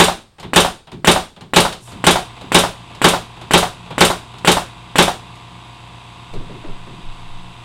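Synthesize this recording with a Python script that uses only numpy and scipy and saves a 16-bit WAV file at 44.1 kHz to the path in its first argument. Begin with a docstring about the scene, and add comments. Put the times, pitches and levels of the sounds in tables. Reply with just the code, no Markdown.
"""Pneumatic nailer in a small workshop

Eleven nails are driven into a board on a folding table, loud enough to overload the microphone.
Each shot is a valve pop, the driver's impact, a jet of exhaust and the knock of the returning piston;
between shots the nose taps the wood. A quiet compressor starts after the fourth shot and hums on.
At the end the nailer is laid on the table."""
import sys
import numpy as np
from scipy import signal
from scipy.fft import rfft, irfft, next_fast_len
from scipy.io import wavfile
from scipy.ndimage import map_coordinates

SR = 44100
rng = np.random.default_rng(int(sys.argv[2]) if len(sys.argv) > 2 else 0)


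def waveform_to_disk(signal):
    """Save audio, clipped to [-1, 1], as 16-bit WAV at the path in sys.argv[1]."""
    frames = np.transpose(np.atleast_2d(signal))
    scaled = np.clip(frames, -1, 1) * 32767
    samples = np.round(scaled).astype(np.int16)
    wavfile.write(sys.argv[1], SR, samples)


N = 337263
CLOCK = np.arange(N) / SR  # time in the scene [s]
T = np.arange(SR // 2) / SR  # time since an impact [s]
COMPRESSOR_ON_S = 1.796

# shots: (time of the valve pop [s], steel clash gain [dB], exhaust gain [dB])
SHOTS = [(-.029, 1.5, 0.5), (0.5345, 1, 1), (1.0467, 0.5, 1), (1.536, 1.5, 0.5), (2.0412, 0, 0.5),
         (2.5196, 1, 1.5), (3.0173, -2, 0.5), (3.5098, -5, 1), (3.9814, 1, 2.5), (4.4484, 0.5, 1),
         (4.9575, -3, 0)]
# spectra of a thud on the table and a click of steel: (frequency [Hz], relative density [dB])
THUD_SPECTRUM = [(40, -18), (85, -7), (130, -1), (180, -1), (250, -9.5), (400, -8.5), (700, -46),
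                 (3000, -73), (16000, -120)]
CLICK_SPECTRUM = [(2500, -7), (4000, 2.5), (6000, -8.5), (8500, -8), (13000, -24), (16000, -33)]


def amp(db):
    """Amplitude ratio of a level in decibels."""
    return 10 ** (np.asarray(db) / 20)


def unit(x):
    """Normalisation to an rms of 1."""
    return x / np.sqrt(np.mean(x ** 2) + 1e-20)


def along(points, hz):
    """Interpolation of (frequency [Hz], value) points on a logarithmic frequency axis."""
    f, v = np.transpose(points)
    return np.interp(np.log(hz + 1), np.log(f + 1), v)


def filtered(x, gain):
    """Zero-phase filtering: the spectrum is multiplied by gain(frequency)."""
    m = next_fast_len(len(x) + 4096)
    return irfft(rfft(x, m) * gain(np.fft.rfftfreq(m, 1 / SR)), m)[:len(x)]


def noise(spectrum, size=len(T)):
    """White noise shaped by a spectral envelope, at an rms of 1."""
    return unit(filtered(rng.standard_normal(size), lambda hz: amp(along(spectrum, hz))))


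def add(track, s, sound):
    """Superposition of a sound on the track from time s."""
    i = round(s * SR)
    part = sound[max(-i, 0):max(N - i, 0)]
    track[max(i, 0):max(i, 0) + len(part)] += part


def fade(t60, attack):
    """Envelope of a damped vibration: a quick rise, and a fall of 60 dB in t60 seconds."""
    return amp(-60 * T / t60) * (1 - np.exp(-T / attack))


def rise(start, attack_s):
    """Linear onset: 0 until start, then a ramp to 1."""
    return np.clip((CLOCK - start) / attack_s, 0, 1)


def release(start, t60):
    """Free decay: 1 until start, then an exponential fall."""
    return amp(-60 * np.maximum(CLOCK - start, 0) / t60)


def room_decay(x):
    """Absorption: each frequency dies away with the room's reverberation time."""
    # (frequency [Hz], reverberation time [s])
    decay_times = [(100, 0.51), (400, 0.37), (1000, 0.31), (4000, 0.35), (8000, 0.34), (16000, 0.27)]
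    hz, t, spectra = signal.stft(x, SR, nperseg=256)
    decay = amp(-60 * t / along(decay_times, hz)[:, None])
    return signal.istft(spectra * decay, SR, nperseg=256)[1][:len(x)]


def ripple(depth_db=2, spacing_hz=45):
    """Dense resonances of a metal body: a gain with random peaks and dips over frequency."""
    knots = rng.standard_normal(4000)
    return lambda hz: amp(depth_db * np.interp(hz / spacing_hz, np.arange(len(knots)), knots))


def bursts(spectrum, alike_hz):
    """Scattering, one burst a shot: long waves repeat their path, short ones scatter anew."""
    coherence = lambda hz: .8 / (1 + (hz / alike_hz) ** 4)
    repeated = filtered(noise(spectrum), lambda hz: np.sqrt(coherence(hz)))
    metal = ripple()
    fresh = [unit(filtered(noise(spectrum), metal)) for _ in SHOTS]
    return [room_decay(repeated + filtered(x, lambda hz: np.sqrt(1 - coherence(hz)))) for x in fresh]


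def rings(modes, detune, spread_db=0):
    """Modal synthesis, one undamped ring a shot: each new point of impact shifts the modes a little."""
    hz, db = np.transpose(modes)[:, :, None]
    phase = rng.uniform(0, 2 * np.pi, hz.shape)
    size = amp(db) / np.sqrt(np.sum(amp(db) ** 2) / 2)
    chance = rng.standard_normal((len(SHOTS), 2) + hz.shape)
    return [np.sum(amp(spread_db * louder) * size
                   * np.sin(2 * np.pi * hz * (1 + detune * sharper) * T + phase), 0)
            for louder, sharper in chance]


def room_tone():
    """The noise floor of the quiet shop: stationary and strongest in the bass."""
    # (frequency [Hz], relative density [dB])
    spectrum = [(20, -10), (45, -2), (110, -4.5), (300, -21), (1000, -19), (2000, -28), (4500, -26.5),
                (6500, -38), (8700, -31), (11000, -47), (16000, -47.5)]
    return amp(-54) * noise(spectrum, N)


def casing(hz):
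    """Resonance: the gain with which the pump's head and casing colour its noise."""
    # (centre frequency [Hz], half width [Hz], boost [dB])
    resonances = [(2680, 120, 3.5), (3840, 120, 4), (4820, 110, 5.5), (7860, 200, 5.5)]
    return amp(sum(db / (1 + ((hz - centre) / width) ** 2) for centre, width, db in resonances))


def compressor(stroke_hz=28.02, hum_hz=120, frame_hz=176, lag_s=.033, spin_up_s=.075, surge_db=4):
    """Periodic forcing: each stroke rattles and draws air; the motor's hum beats with the 4th harmonic."""
    # one stroke's rattle: (frequency [Hz], relative level [dB])
    rattle_spectrum = [(140, -39), (250, 5), (340, 5.5), (480, -3.5), (580, -1), (700, -2.5), (900, 8),
                       (1100, 5), (1350, -11.5), (2000, -12), (2700, -4.5), (3700, -7), (4300, -19),
                       (8000, -18), (14000, -41)]
    # intake air: (frequency [Hz], relative density [dB])
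    intake_spectrum = [(94, -30), (160, -1), (249, -15), (345, -8), (366, -26), (498, -11), (558, -20),
                       (717, -21), (774, -15), (976, -7.5), (1740, -14.5), (3540, -11.5), (5510, -29.5),
                       (10200, -31), (15900, -63)]
    # strong harmonics: (multiple of the stroke rate [1]) and, for each, (level [dB])
    orders = np.array([1, 2, 3, 4, 6, 8, 25, 26, 30, 33, 34, 36, 38, 42])
    order_db = [-61, -51.5, -54.5, -51, -75, -56.5, -54.5, -56.5, -60, -54.5, -55.5, -54.5, -57.5, -55]
    drift = map_coordinates(rng.standard_normal(40), [CLOCK * 4])
    turns = stroke_hz * CLOCK + .0026 * drift
    size = 2048  # samples in one stroke
    hz = np.arange(size // 2 + 1) * stroke_hz
    phases = np.exp(2j * np.pi * rng.random(len(hz)))
    stroke = unit(irfft(amp(along(rattle_spectrum, hz)) * casing(hz) * phases))
    rattle = amp(-46) * map_coordinates(stroke, [turns % 1 * size], mode="grid-wrap")
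    shake = sum(amp(db) * np.sqrt(2) * np.sin(2 * np.pi * (k * turns + rng.random()))
                for k, db in zip(orders, order_db))
    pulsing = 1 + .17 * (np.cos(2 * np.pi * 8 * turns) + np.cos(2 * np.pi * 3 * turns))
    metal = ripple()
    intake = filtered(noise(intake_spectrum, N), lambda f: casing(f) * metal(f))
    air = amp(-44) * unit(pulsing * intake)
    frame_mode = lambda f: 1 / (1 + ((f - frame_hz) / 4) ** 2)
    frame = amp(-50) * unit(filtered(rng.standard_normal(N), frame_mode))
    hum = amp(-44) * np.sqrt(2) * np.sin(2 * np.pi * hum_hz * CLOCK)
    pump_level = rise(COMPRESSOR_ON_S + lag_s, spin_up_s)  # the pump follows the motor
    strain = amp(surge_db * release(COMPRESSOR_ON_S + lag_s + spin_up_s, t60=1.3))
    motor_level = rise(COMPRESSOR_ON_S, attack_s=.066) * strain
    return pump_level * (rattle + shake + air + frame) + motor_level * hum


def start_hiss(attack_s=.04, hold_s=.068):
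    """Turbulence: air hisses briefly as the compressor starts."""
    # (frequency [Hz], relative density [dB])
    spectrum = [(2000, -17), (4500, -3), (8500, 8), (11000, 0), (16000, -20)]
    level = rise(COMPRESSOR_ON_S, attack_s) * release(COMPRESSOR_ON_S + attack_s + hold_s, t60=.32)
    return amp(-47) * level * noise(spectrum, N)


def table_sway(attack_s=.064):
    """Damped vibration: each shift of weight rocks the table top, far down in the bass."""
    # the table takes the tool's weight, the hands let go: (time [s], relative level [dB])
    sways = [(6.31, -19.5), (6.64, -22.5), (7.02, -21), (7.26, -27.5)]
    # (frequency [Hz], relative density [dB])
    spectrum = [(5, -24), (12, 12.5), (22, -5), (32, -22), (60, -47), (200, -90)]
    level = sum(amp(db) * rise(s, attack_s) * release(s + attack_s, t60=.76) for s, db in sways)
    return amp(-1) * level * noise(spectrum, N)


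def laying_down():
    """A series of impacts: the steel nose clicks down, then table and housing bump as the tool settles."""
    # (time [s], table thud level [dB], housing knock level [dB])
    bumps = [(6.335, -31, -33.5), (6.356, -27.5, -49), (6.4, -32, -42), (6.495, -31, -35.5),
             (6.547, -33.5, -55), (6.641, -41, -31.5), (6.68, -33, -39), (6.868, -34.5, -39.5),
             (6.903, -33.5, -57), (6.978, -37.5, -60)]
    # (frequency [Hz], relative density [dB])
    housing_spectrum = [(150, -29), (300, 0), (450, -2.5), (620, -5), (850, -17), (2000, -19), (6000, -43),
                        (16000, -90)]
    out = np.zeros(N)
    add(out, bumps[0][0], amp(-42) * noise(CLICK_SPECTRUM) * fade(t60=.14, attack=.00082))
    for s, thud_db, knock_db in bumps:
        table = amp(thud_db) * noise(THUD_SPECTRUM) * fade(t60=1.8, attack=.003)
        housing = amp(knock_db) * noise(housing_spectrum) * fade(t60=1, attack=.00079)
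        add(out, s, room_decay(table + housing))
    return out


def nose_taps(travel_s=.046):
    """Contact noise: the nose touches, then seats, exciting wood, table, steel and the safety catch."""
    # nose pressed home: (time [s], wood gain [dB], table gain [dB])
    presses = [(0.429, -15, -24.5), (0.917, -21, -24.5), (1.409, -21.5, -31.5), (1.919, -23, -26.5),
               (2.411, -19.5, -28), (2.949, -24.5, -40), (3.413, -19, -32), (3.905, -13.5, -29.5),
               (4.383, -27, -42)]
    # stray clicks as the tool is moved: (time [s], steel gain [dB])
    clicks = [(0.398, -36), (1.725, -28.5), (5.354, -46)]
    # (frequency [Hz], relative density [dB])
    wood_spectrum = [(200, -7), (400, 3.5), (900, 7), (1800, -5), (3700, -1.5), (5500, -32), (12000, -45)]
    # (frequency [Hz], relative level [dB])
    catch_modes = [(3050, 3.5), (3650, -6), (4850, -9), (6830, -7), (8660, -14), (13260, -19)]
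    # (time [s], wood gain [dB], table gain [dB], steel gain [dB])
    contacts = [(s - travel_s, -24, -39, -51) for s, _, _ in presses]  # the first light touch
    contacts += [(s, wood_db, table_db, -41) for s, wood_db, table_db in presses]
    contacts += [(s, db + 13, db - 6, db) for s, db in clicks]
    out = np.zeros(N)
    for s, wood_db, table_db, steel_db in contacts:
        wood = amp(wood_db - 15) * noise(wood_spectrum) * fade(t60=1, attack=.0013)
        table = amp(table_db - 1) * noise(THUD_SPECTRUM) * fade(t60=8.3, attack=.013)
        steel = amp(steel_db - 1) * noise(CLICK_SPECTRUM) * (fade(t60=.076, attack=.00033) + amp(-9.5))
        catch = sum(amp(db + rng.normal(0, 2)) * np.sin(2 * np.pi * hz * T) for hz, db in catch_modes)
        ping = amp(steel_db - 13) * catch * fade(t60=.2, attack=.0005)
        add(out, s, room_decay(wood + table + steel) + ping)
    return out


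def piston(return_s=.1124, lag_s_per_shot=.001):
    """Impact and reflection: the piston knocks on its seat, later each shot as the tank drains."""
    # (frequency [Hz], relative density [dB])
    body_spectrum = [(60, -10), (170, -14), (260, -24), (400, -12.5), (750, 0.5), (1100, -5.5),
                     (1500, -4.5), (2200, -18), (3600, -14.5), (5000, -17.5), (12000, -32)]
    # (frequency [Hz], relative level [dB])
    seat_modes = [(365, -4.5), (561, -22), (633, -16.5), (715, 0), (755, 0), (812, -21), (908, -24),
                  (964, -4), (1034, -6.5), (1366, -6)]
    # direct sound, then echoes from bench and walls: (delay [s], gain [dB])
    paths = [(0, 0), (.0032, -4), (.0108, -7), (.0142, -7)]
    knock = amp(-2) * np.sin(2 * np.pi * 880 * T) * fade(t60=.009, attack=.0001)
    bodies = bursts(body_spectrum, alike_hz=2500)
    seats = rings(seat_modes, detune=.014, spread_db=4)
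    out = np.zeros(N)
    for fired, ((s, _, _), body, seat) in enumerate(zip(SHOTS, bodies, seats)):
        at = s + return_s + lag_s_per_shot * fired
        add(out, at, amp(-18.5) * body * fade(t60=1, attack=.00026))
        add(out, at, amp(-21) * seat * fade(t60=.19, attack=.0004))
        for delay, db in paths:
            add(out, at + delay, amp(db) * knock)
    return out


def exhaust(delay_s=.066):
    """Jet noise: spent air spurts out of the cap, then trails off."""
    # (frequency [Hz], relative density [dB])
    jet_spectrum = [(1500, -38), (3500, 1), (5500, -8.5), (8500, -1.5), (11000, -8.5), (16000, -23.5)]
    flow = amp(-16) * fade(t60=.06, attack=.002) + amp(-20) * fade(t60=4.3, attack=.002)
    out = np.zeros(N)
    for (s, _, db), air in zip(SHOTS, bursts(jet_spectrum, alike_hz=1000)):
        add(out, s + delay_s, amp(db) * flow * air)
    return out


def valve(dip_s=.00078, snap_s=.00014, lead_s=.002, echo_s=.0036):
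    """A pressure transient: the valve opens, pressure sinks and snaps back, air fills the cylinder."""
    # (frequency [Hz], relative density [dB])
    inrush_spectrum = [(59, -37.5), (100, 4.5), (569, 4.5), (869, -4.5), (1510, 3), (1900, -4), (2210, -2),
                       (3100, 0), (4740, -13), (5380, -16.5), (6650, -18), (7390, -6.5), (9140, -13),
                       (15900, -30)]
    t = T - lead_s  # time from the spike
    before_spike = (1 - np.tanh(2 * (t + snap_s) / snap_s)) / 2
    pop = np.exp(-(t / snap_s) ** 2) - .75 * np.exp(-(t / dip_s) ** 2) * before_spike
    flow = amp(-15) * fade(t60=.0033, attack=.001) + amp(-16.5) * fade(t60=4.3, attack=.00054)
    out = np.zeros(N)
    for (s, _, _), air in zip(SHOTS, bursts(inrush_spectrum, alike_hz=3000)):
        add(out, s - lead_s, amp(-1.5) * pop)
        add(out, s - lead_s + echo_s, amp(-8) * pop)  # reflection from a near surface
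        add(out, s, flow * air)
    return out


def nail():
    """Broadband noise of steel on steel, coloured by new resonances at each contact."""
    # (frequency [Hz], relative density [dB])
    spectrum = [(600, -29), (1400, 2.5), (2200, -5), (3500, -2), (5000, -8), (9000, -8.5), (16000, -27)]
    colour = ripple(depth_db=3, spacing_hz=450)
    return unit(filtered(noise(spectrum), colour))


def driver_blow(travel_s=.0256, sink_s=.003, full_tank_db=.84, sag_db_per_shot=.08):
    """Impact excitation: the driver cracks on the nail, bottoms out and sets board and tool ringing."""
    # (frequency [Hz], relative density [dB])
    body_spectrum = [(30, -4), (50, -10), (70, -2), (125, -5), (250, 0.5), (500, 1), (900, 2), (1500, -5),
                     (1900, -5), (2500, -4.5), (3600, -2.5), (4800, -13), (6500, -16), (8500, -17.5),
                     (16000, -51)]
    # modes of board and tool, and of thin steel parts: (frequency [Hz], relative level [dB])
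    board_modes = [(175, -0.5), (330, -7.5), (373, -4.5), (405, -8), (448, -7), (560, -4), (619, -6),
                   (799, -6.5), (838, -24), (876, -16), (1082, -11.5), (1114, -11.5), (1144, -10.5),
                   (1198, -9.5), (1283, -13), (1365, -10), (1523, -9.5), (1593, -10.5), (2250, -9.5),
                   (2295, -18), (2818, -12), (3015, -10), (3124, -12.5), (3502, -14), (3568, -14),
                   (3623, -10), (3678, -29), (3752, -13), (3818, -10), (3856, -11)]
    spring_modes = [(3070, 0), (3750, 19), (4600, 18), (5080, -4), (7600, 0.5), (8650, -10), (8930, -5.5),
                    (11150, -12)]
    push = amp(-4) * np.sin(2 * np.pi * 170 * T) * fade(t60=.008, attack=.0017)
    bodies = bursts(body_spectrum, alike_hz=2000)
    boards = rings(board_modes, detune=.00387)
    springs = rings(spring_modes, detune=.002, spread_db=3.5)
    out = np.zeros(N)
    for fired, (s, clash_db, _) in enumerate(SHOTS):
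        force = amp(full_tank_db - sag_db_per_shot * fired)  # each shot drains the tank a little
        crack = amp(-6) * nail() * fade(t60=.049, attack=.000099)
        clash = amp(clash_db - 13) * room_decay(nail()) * fade(t60=.49, attack=.0011)
        body = amp(-6) * bodies[fired] * fade(t60=3.4, attack=.0019)
        board = amp(-6) * boards[fired] * fade(t60=.26, attack=.00011)
        spring = amp(-44) * springs[fired] * fade(t60=.65, attack=.001)
        add(out, s + travel_s, force * crack)
        add(out, s + travel_s + sink_s, force * (clash + body + board + push + spring))
    return out


def scene():
    """Superposition of nailer, handling, compressor and room tone in one channel."""
    shots = valve() + driver_blow() + exhaust() + piston()
    handling = nose_taps() + laying_down() + table_sway()
    return (shots + handling + compressor() + start_hiss() + room_tone())[None]


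def record(dry, low_hz=8, top_hz=15900):
    """Saturation and band limiting: the blows clip softly, and the extremes of the spectrum are cut."""
    clipped = dry[0] / (1 + np.abs(dry[0]) ** 8) ** (1 / 8)
    return filtered(clipped, lambda hz: (hz < top_hz) * hz / np.hypot(hz, low_hz))[None]


dry = scene()
out = record(dry)
waveform_to_disk(out)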